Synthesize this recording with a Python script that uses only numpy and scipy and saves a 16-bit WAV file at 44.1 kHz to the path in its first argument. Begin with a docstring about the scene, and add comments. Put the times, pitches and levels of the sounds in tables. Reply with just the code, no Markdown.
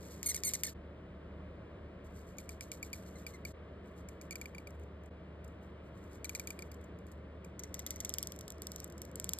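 """Bamboo pen on paper

A cut bamboo pen is dragged slowly over smooth paper in a quiet room with a ventilation hum.
The nib sticks and slips: each slip is a noise push through nib resonances, most add a sagging overtone
chirp, and filtered noise fades after it as a rub. Firm pressure gives trembling overtone squeals.
Two close microphone ports hear it with a phase offset; the level dips briefly a few times."""
import sys
import numpy as np
from scipy import signal
from scipy.fft import rfft, irfft, next_fast_len
from scipy.io import wavfile
from scipy.ndimage import uniform_filter1d, map_coordinates

SR = 44100
rng = np.random.default_rng(int(sys.argv[2]) if len(sys.argv) > 2 else 0)


def transcribe(signal):
    """Save signal, clipped to [-1, 1], as a 16-bit WAV file at the path in sys.argv[1]."""
    frames = np.atleast_2d(signal).T
    limited = np.clip(frames, -1, 1)
    pcm = np.round(limited * 32767).astype(np.int16)
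    wavfile.write(sys.argv[1], SR, pcm)


N = 414099


def amp(db):
    """Gain of a level in dB."""
    return 10 ** (np.asarray(db) / 20)


def unit(x):
    """x at rms 1."""
    return x / np.sqrt(np.mean(x ** 2) + 1e-20)


def along(points, hz):
    """Interpolate (Hz, value) points on a log frequency axis."""
    f, v = np.transpose(points)
    return np.interp(np.log(hz + 1), np.log(f + 1), v)


def wobble(rate_hz, size=N):
    """Smooth random curve with rate_hz knots a second."""
    knots = rng.standard_normal(int(size * rate_hz / SR) + 4)
    return map_coordinates(knots, [np.arange(size) * rate_hz / SR])


def filtered(x, response):
    """x times a complex response of frequency."""
    m = next_fast_len(N + SR // 2)
    return irfft(rfft(x, m) * response(np.fft.rfftfreq(m, 1 / SR)), m)[..., :N]


def resonant(modes):
    """Causal response of parallel resonances with alternating sign."""
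    def response(f):
        total = 0
        for k, (centre, width, db) in enumerate(modes):
            damping = 1j * f * width
            total = total + (-1) ** k * amp(db) * damping / (centre ** 2 - f ** 2 + damping)
        return total
    return response


def overtone_stack(hz, orders, rough_db, bright_db=0):
    """Stick-slip tone at rms 1: overtones of one pitch track, each fluttering in size."""
    phase = 2 * np.pi * np.cumsum(hz) / SR
    tone = 0
    for k, db in orders:
        level = amp(db + bright_db * k + rough_db * wobble(335, size=len(hz)))
        tone = tone + level * np.sin(k * phase + rng.uniform(0, 2 * np.pi))
    return unit(tone)


def add(track, start_s, sound):
    """Mix a sound in at start_s."""
    part = track[round(start_s * SR):][:len(sound)]
    part += sound[:len(part)]


# slips of the nib: (time [s], relative snap level [dB])
SLIPS = [(0.23, -30.5), (0.3449, -30.5), (0.4361, -25.5), (0.5362, -25.5), (0.635, -21), (2.3695, -63),
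         (2.3842, -39.5), (2.4919, -38.5), (2.6088, -34.5), (2.717, -34), (2.828, -39), (2.9308, -34.5),
         (3.266, -40), (3.4512, -39), (4.087, -50.5), (4.2137, -45.5), (4.309, -38.5), (4.326, -49),
         (4.3562, -39), (4.414, -38), (4.4573, -48.5), (4.5483, -55), (4.582, -54), (4.6715, -53.5),
         (4.706, -58), (4.7962, -67), (4.8329, -69), (5.035, -71), (5.0589, -70), (5.443, -63),
         (5.478, -64), (6.2446, -33), (6.2942, -30.5), (6.35, -31), (6.397, -31.5), (6.4731, -32),
         (6.505, -34.5), (6.591, -41), (6.6228, -43.5), (6.7161, -52), (6.7425, -55.5), (6.812, -62.5),
         (6.84, -65), (6.9879, -64), (7.0675, -53), (7.1165, -55.5), (7.446, -55), (7.594, -39),
         (7.636, -38), (7.743, -32), (7.793, -33.5), (7.8645, -28.5), (7.9068, -28.5), (7.9599, -42),
         (8.0037, -30.5), (8.0487, -27), (8.0935, -30.5), (8.1392, -27.5), (8.1844, -23.5), (8.2282, -27.5),
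         (8.2722, -31.5), (8.321, -36.5), (8.3621, -47), (8.39, -42), (8.4102, -40), (8.4801, -38),
         (8.504, -36.5), (8.5216, -45.5), (8.5822, -56), (8.62, -34), (8.6698, -32), (8.7185, -35),
         (8.761, -34), (8.8018, -35), (8.8437, -36), (8.8776, -53), (8.9, -51), (8.9237, -50.5),
         (8.98, -46.5), (9.0178, -34.5), (9.0513, -44.5), (9.1143, -55), (9.1566, -33), (9.199, -29),
         (9.2434, -28.5), (9.292, -25), (9.3345, -25), (9.3871, -33.5)]
# resonances of nib and sheet, drawn broad side first: (centre [Hz], width [Hz], level [dB])
BROAD_MODES = [(2242, 637, -6.5), (3760, 1800, -11), (4800, 650, -3.5), (6040, 1000, -0.5),
               (7300, 980, 1.5), (9000, 900, -4.5), (11320, 1100, -4.5), (13800, 750, -5.5)]
# the same, drawn edge first: (centre [Hz], width [Hz], level [dB])
EDGE_MODES = [(3490, 770, -9), (4700, 320, -4), (5670, 1400, -3), (7890, 800, -0.55), (10120, 1300, -6.5),
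              (11300, 1800, -2.5), (13500, 2000, -6.5)]
TURN_S = 7.5  # the pen turns onto its edge
CLEAN_S = 8.26  # from here the edge lets go cleanly: shorter slides, no second knock
REGRIP_S, REGRIP_DB = .007, -11  # mean delay and strength of the second knock


def snaps():
    """The nib lets go: a sharp push and crack, then fibres tear as it slides; nib and sheet ring."""
    pushes, t = np.zeros((2, N)), np.arange(SR // 40) / SR  # rows: broad side, edge
    for s, db in SLIPS:
        crack = (t == 0) + 0.32 * amp(-60 * t / 0.0049) * rng.standard_normal(len(t))
        slide_s = rng.uniform(0.00445, 0.0081) * (.6 if s > CLEAN_S else 1)
        tearing = amp(3.9 * wobble(301.8, size=len(t))) * rng.standard_normal(len(t))
        slide = np.exp(-(t / slide_s) ** 4) * tearing
        if TURN_S < s < CLEAN_S:  # a blunter knock as the edge grips again
            dull = uniform_filter1d(rng.standard_normal(len(t)), size=5)
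            knock = np.exp(-((t - .0012) / .0006) ** 2) * dull
            knock_gain = amp(db + 23 + REGRIP_DB + rng.normal(0, 3.8))
            knock_s = s + REGRIP_S * rng.uniform(.85, 1.15)
            add(pushes[1], knock_s, knock_gain * knock / np.linalg.norm(knock))
        slide_gain = 0.024 * amp(-.4 * (db + 34))  # soft slips are mostly slide
        push = crack / np.linalg.norm(crack) + slide_gain * slide
        add(pushes[int(s > TURN_S)], s, amp(db + 24) * push)
    return filtered(pushes[0], resonant(BROAD_MODES)) + filtered(pushes[1], resonant(EDGE_MODES))


# grip shared by a run of slips, levels after a middling snap:
# (start [s], chirp level [dB], rub level [dB])
GRIPS = [(0, -56, -52), (2, -45.5, -51.5), (2.77, -39, -49.5), (3.9, -50, -55.5), (4.26, -40.5, -56),
         (5.3, -43, -57.5), (6.7, -48, -58.5), (7.3, -49.5, -59), (8.07, -64, -60.5), (9.1, -74, -61)]
MIDDLING_DB = -35
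CHIRP_GROWS, RUB_GROWS = 0.384, .65  # dB gained per dB of snap


def grip(s, snap_db):
    """Chirp and rub levels that follow a slip: set by the grip, growing with the snap."""
    _, chirp_db, rub_db = [row for row in GRIPS if row[0] <= s][-1]
    over_db = snap_db - MIDDLING_DB
    return chirp_db + CHIRP_GROWS * over_db, rub_db + RUB_GROWS * over_db


# chirp overtones, broad side: (multiple of pitch, relative level [dB])
CHIRP_ORDERS = [(1, 3), (2, -8), (3, -14), (4, -17), (5, -15.5)]
# chirp overtones, edge: (multiple of pitch, relative level [dB])
EDGE_ORDERS = [(1, -4.5), (2, -13), (3, 6), (4, -19), (6, -13)]
SILENT_DB = -55.5  # snaps no stronger than this have no audible chirp


def chirps():
    """The nib sings while it slides, the pitch sagging as it slows; louder chirps last longer."""
    out, t = np.zeros(N), np.arange(SR // 40) / SR
    for s, snap_db in SLIPS:
        db = grip(s, snap_db)[0] if snap_db > SILENT_DB else -120
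        length_s = 0.0064 * amp(0.2 * (db + 48.0))
        shape = (1 - np.exp(-t / 0.00013)) * np.exp(-(t / length_s) ** 3)
        start_hz, orders = 2370, CHIRP_ORDERS
        if s > TURN_S:  # the edge sings lower and brighter, and flares 8 ms in
            start_hz, orders = 2080, EDGE_ORDERS
            shape = 1.8 * (shape + 0.76 * np.exp(-((t - .008) / 0.001) ** 2))
        hz = start_hz * (1 + .007 * rng.standard_normal()) * (1 - 600 * t ** 2)
        add(out, s, amp(db) * shape * overtone_stack(hz, orders, rough_db=2.5))
    return out


# fibre noise colour, for rub and squeal scratch: (frequency [Hz], level [dB per Hz])
FIBRES = [(1200, -28.5), (2200, -3.5), (3200, -10.5), (4300, -2), (5000, -5), (5900, -0.6), (7300, 0),
          (8200, -4), (9700, -8.5), (11500, -3.5), (14000, -9), (15300, -19.5), (16300, -43)]


def fibres_db(hz):
    """Spectrum of paper fibres brushing the nib."""
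    return along(FIBRES, hz)


# squeals, each an arch of pitch:
# (start [s], length [s], top pitch [Hz], end pitch [Hz], nominal peak level [dB])
SQUEALS = [(0.26, 0.02, 2220, 2140, -31), (.285, 0.03, 2180, 1955, -33), (0.313, 0.0092, 2000, 1750, -41.5),
           (0.344, 0.0089, 2330, 1900, -36.5), (0.358, 0.01, 2250, 1860, -37),
           (0.375, 0.0059, 1900, 1780, -42.5), (0.439, 0.011, 2337, 2120, -40.5),
           (.447, .019, 2280, 2033, -33.5), (0.467, 0.009, 2150, 2000, -31.5),
           (0.476, 0.02, 2110, 1765, -32.5), (0.536, 0.0096, 2340, 1860, -33),
           (.55, 0.0087, 2130, 1700, -36), (0.638, 0.0093, 2380, 1810, -38.5),
           (0.644, .014, 2140, 1760, -38.5), (.665, 0.011, 2220, 1880, -37.5),
           (0.674, .013, 1840, 1780, -45.5), (3.155, 0.019, 2060, 2000, -57.5),
           (3.336, 0.029, 2090, 1880, -56.5), (4.316, 0.0172, 2286, 2000, -49.5),
           (6.251, 0.0071, 2120, 1950, -41), (6.351, 0.015, 2090, 1850, -44)]
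# squeal overtones: (multiple of pitch, relative level [dB])
SQUEAL_ORDERS = [(1, -10.5), (2, -8), (3, 2.5), (4, 2.5), (5, -1.5), (6, -2.5), (7, -19.5)]
ARCH_TOP, ARCH_DROP_DB = .35, 7  # share of a squeal before its top; loss from top to end


def squeals():
    """Sustained stick-slip under firm pressure: trembling pitch, scratchy noise riding on it."""
    out, t = np.zeros(N), np.arange(SR // 20) / SR
    for s, length_s, top_hz, end_hz, db in SQUEALS:
        bend = np.clip((t / length_s - ARCH_TOP) / (1 - ARCH_TOP), -1, 1) ** 2
        tremble = 1 + 0.012 * wobble(900, size=len(t)) + .008 * wobble(150, size=len(t))
        hz = (top_hz + (end_hz - top_hz) * bend) * tremble
        edges = np.clip(np.minimum(t, length_s + 0.0011 - t) / 0.0013, 0, 1)
        level = amp(db - ARCH_DROP_DB * bend + 0.53 * wobble(230, size=len(t)))
        bright_db = 0.36 * (db + 33.0)  # softer squeals are duller
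        tone = overtone_stack(hz, SQUEAL_ORDERS, rough_db=3.2, bright_db=bright_db)
        add(out, s, level * edges * tone)
    scratch = unit(filtered(rng.standard_normal(N), lambda hz: amp(fibres_db(hz))))
    envelope = np.sqrt(np.abs(uniform_filter1d(out ** 2, size=128)))
    return out + 0.17 * envelope * scratch


# glides over the fibres without snapping: (peak time [s], peak level [dB], fade [s])
GLIDES = [(.03, -62, 0.3), (.12, -58, .09), (.3, -45.5, 0.093), (.5, -47.5, .09), (.69, -55, 0.055),
          (2.055, -67, 0.04), (2.165, -67, 0.14), (2.29, -69, 0.079), (3.07, -64.5, 0.15),
          (3.19, -61.5, 0.057), (3.35, -70, 0.047), (3.49, -68.5, 0.082), (3.87, -75, 0.089),
          (3.98, -66.5, 0.053), (5.63, -75.5, 0.087), (5.86, -78.5, 0.073), (5.97, -74.5, 0.11),
          (6.04, -73, 0.066), (6.13, -64.5, .08)]
GLIDE_RISE, GLIDE_DROP_DB = 0.42, 18  # rise time over fade time; loss across a fade


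def glides():
    """Level of the quiet gliding: each glide swells and fades."""
    t = np.arange(N) / SR
    level = np.zeros(N)
    for s, db, fade_s in GLIDES:
        distance = np.abs(np.maximum(t - s, (s - t) / GLIDE_RISE) / fade_s)
        level += amp(db - GLIDE_DROP_DB * distance ** 1.1)
    return level


# colour the edge adds to the rub, duller with one hollow note: (frequency [Hz], gain [dB])
EDGE_RUB = [(2000, 8), (4800, 2), (5600, 11), (6500, 3.5), (14000, -2.5)]
# the pen is off the paper, no rub: (start [s], end [s])
LIFTS = [(.738, 2), (3.526, 3.75), (5.095, 5.4)]


def rub():
    """Fibres brushing the nib: quiet glides, plus the swell that fades after the latest slip."""
    swell, t = np.zeros(N), np.arange(SR // 5) / SR
    for s, snap_db in SLIPS:
        t60_s = .3 if s > TURN_S else .22
        fade = amp(grip(s, snap_db)[1] - 60 * t / t60_s) * (1 - np.exp(-t / .008))
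        start = round(s * SR)
        swell[start:][:len(t)] = fade[:N - start]  # replaces the rub of the slip before
    level = swell + glides()
    for up_s, down_s in LIFTS:
        level[round(up_s * SR):round(down_s * SR)] = 0
    grain = amp(1.7 * wobble(60) + 3.1 * wobble(500)) * rng.standard_normal(N)
    broad = filtered(grain, lambda hz: amp(fibres_db(hz)))
    edge = filtered(grain, lambda hz: amp(fibres_db(hz) + along(EDGE_RUB, hz)))
    return level * np.where(np.arange(N) > TURN_S * SR, unit(edge), unit(broad))


def sheet_echo(x):
    """A short diffuse answer of desk and hand, different at each port."""
    t = np.arange(SR // 20) / SR
    tail = rng.standard_normal((2, len(t))) * amp(-60 * t / 0.035)
    return signal.fftconvolve(x[None], tail / np.linalg.norm(tail[0]), axes=1)[:, :N]


# room tone colour: (frequency [Hz], relative level [dB per Hz])
ROOM = [(20, -40), (30, -26), (43, -10.5), (56, -5), (105, -1), (130, -8.5), (182, 1), (240, -9), (300, -6),
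        (640, -9.5), (780, -21.5), (1100, -18), (2000, -25), (3000, -30), (4500, -41.5), (7500, -54.5),
        (12500, -60), (14500, -67)]
# likeness of the room tone at the two ports: (frequency [Hz], correlation [-])
ALIKE = [(60, .9995), (125, 1), (250, 0.98), (600, 0.8), (1200, 0.62), (2200, 0.93)]
# fan hum: (pitch [Hz], wander width [Hz], rms level [dB])
HUM = (75, .8, -54)
# deep tone that comes and fades: (time [s], peak level [dB])
DRONE = [(.73, -81), (.76, -60), (3.4, -68.5), (3.6, -80)]
ROOM_DB = -51.5


def room():
    """Ventilation noise partly unlike at the ports, a wavering fan hum and a deep sine."""
    def mid_side(hz):
        angle = np.arccos(np.clip(along(ALIKE, hz), -1, 1)) / 2
        return amp(along(ROOM, hz)) * [np.cos(angle), np.sin(angle)]

    mid, side = filtered(rng.standard_normal((2, N)), mid_side)
    air = unit(np.array([mid + side, mid - side])) * amp(ROOM_DB + 0.49 * wobble(1.8))
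    hum_hz, width_hz, hum_db = HUM
    hum_phase = 2 * np.pi * np.cumsum(hum_hz + width_hz / 2 * wobble(3)) / SR
    hum = np.sin(hum_phase) * amp(1.5 * wobble(7.1))
    s, level_db = np.transpose(DRONE)
    t = np.arange(N) / SR
    drone = amp(np.interp(t, s, level_db)) * np.sin(2 * np.pi * 43.5 * t)
    return air + amp(hum_db) * unit(hum) + drone


def scene():
    """Pen on paper over the room tone."""
    pen = snaps() + chirps() + squeals() + rub()
    return pen + amp(-22.5) * sheet_echo(pen) + room()


# port phase: (frequency [Hz], lead of left [rad])
PORTS = [(0, 0), (780, -0.2), (1550, -0.6), (2580, 2.5), (3620, 0.97), (4910, 1.79), (7670, 5.5),
         (9730, 8.5), (10700, 10), (11900, 11.9), (13000, 13), (14500, 16.5), (16000, 16), (16600, 16.5)]
# port balance: (frequency [Hz], left minus right [dB])
TILT = [(300, 0.02), (900, 1), (1900, 2), (2600, 0.5), (4000, -0.1)]
# brief dips of level: (centre [s], half width [s], depth [dB])
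DIPS = [(0.741, 0.0096, -14), (3.529, 0.012, -14), (5.1, 0.01, -13), (7.071, 0.0053, -13)]
TOP_HZ = 16900


def record(dry):
    """Port phase and balance, brief level dips, then the band limit."""
    f, lead_rad = np.transpose(PORTS)
    half = np.array([[.5], [-.5]])  # left, right

    def ports(hz):
        return amp(half * along(TILT, hz)) * np.exp(1j * half * np.interp(hz, f, lead_rad))

    def band_limit(hz):
        return amp(-12 * np.clip(hz / TOP_HZ, 0, 1) ** 24) * (hz < TOP_HZ)

    heard = filtered(dry, ports)
    t = np.arange(N) / SR
    dips_db = sum(db * np.clip(1 - np.abs(t - s) / half_s, 0, 1) for s, half_s, db in DIPS)
    return filtered(heard * amp(dips_db), band_limit)


dry = scene()
out = record(dry)
transcribe(out)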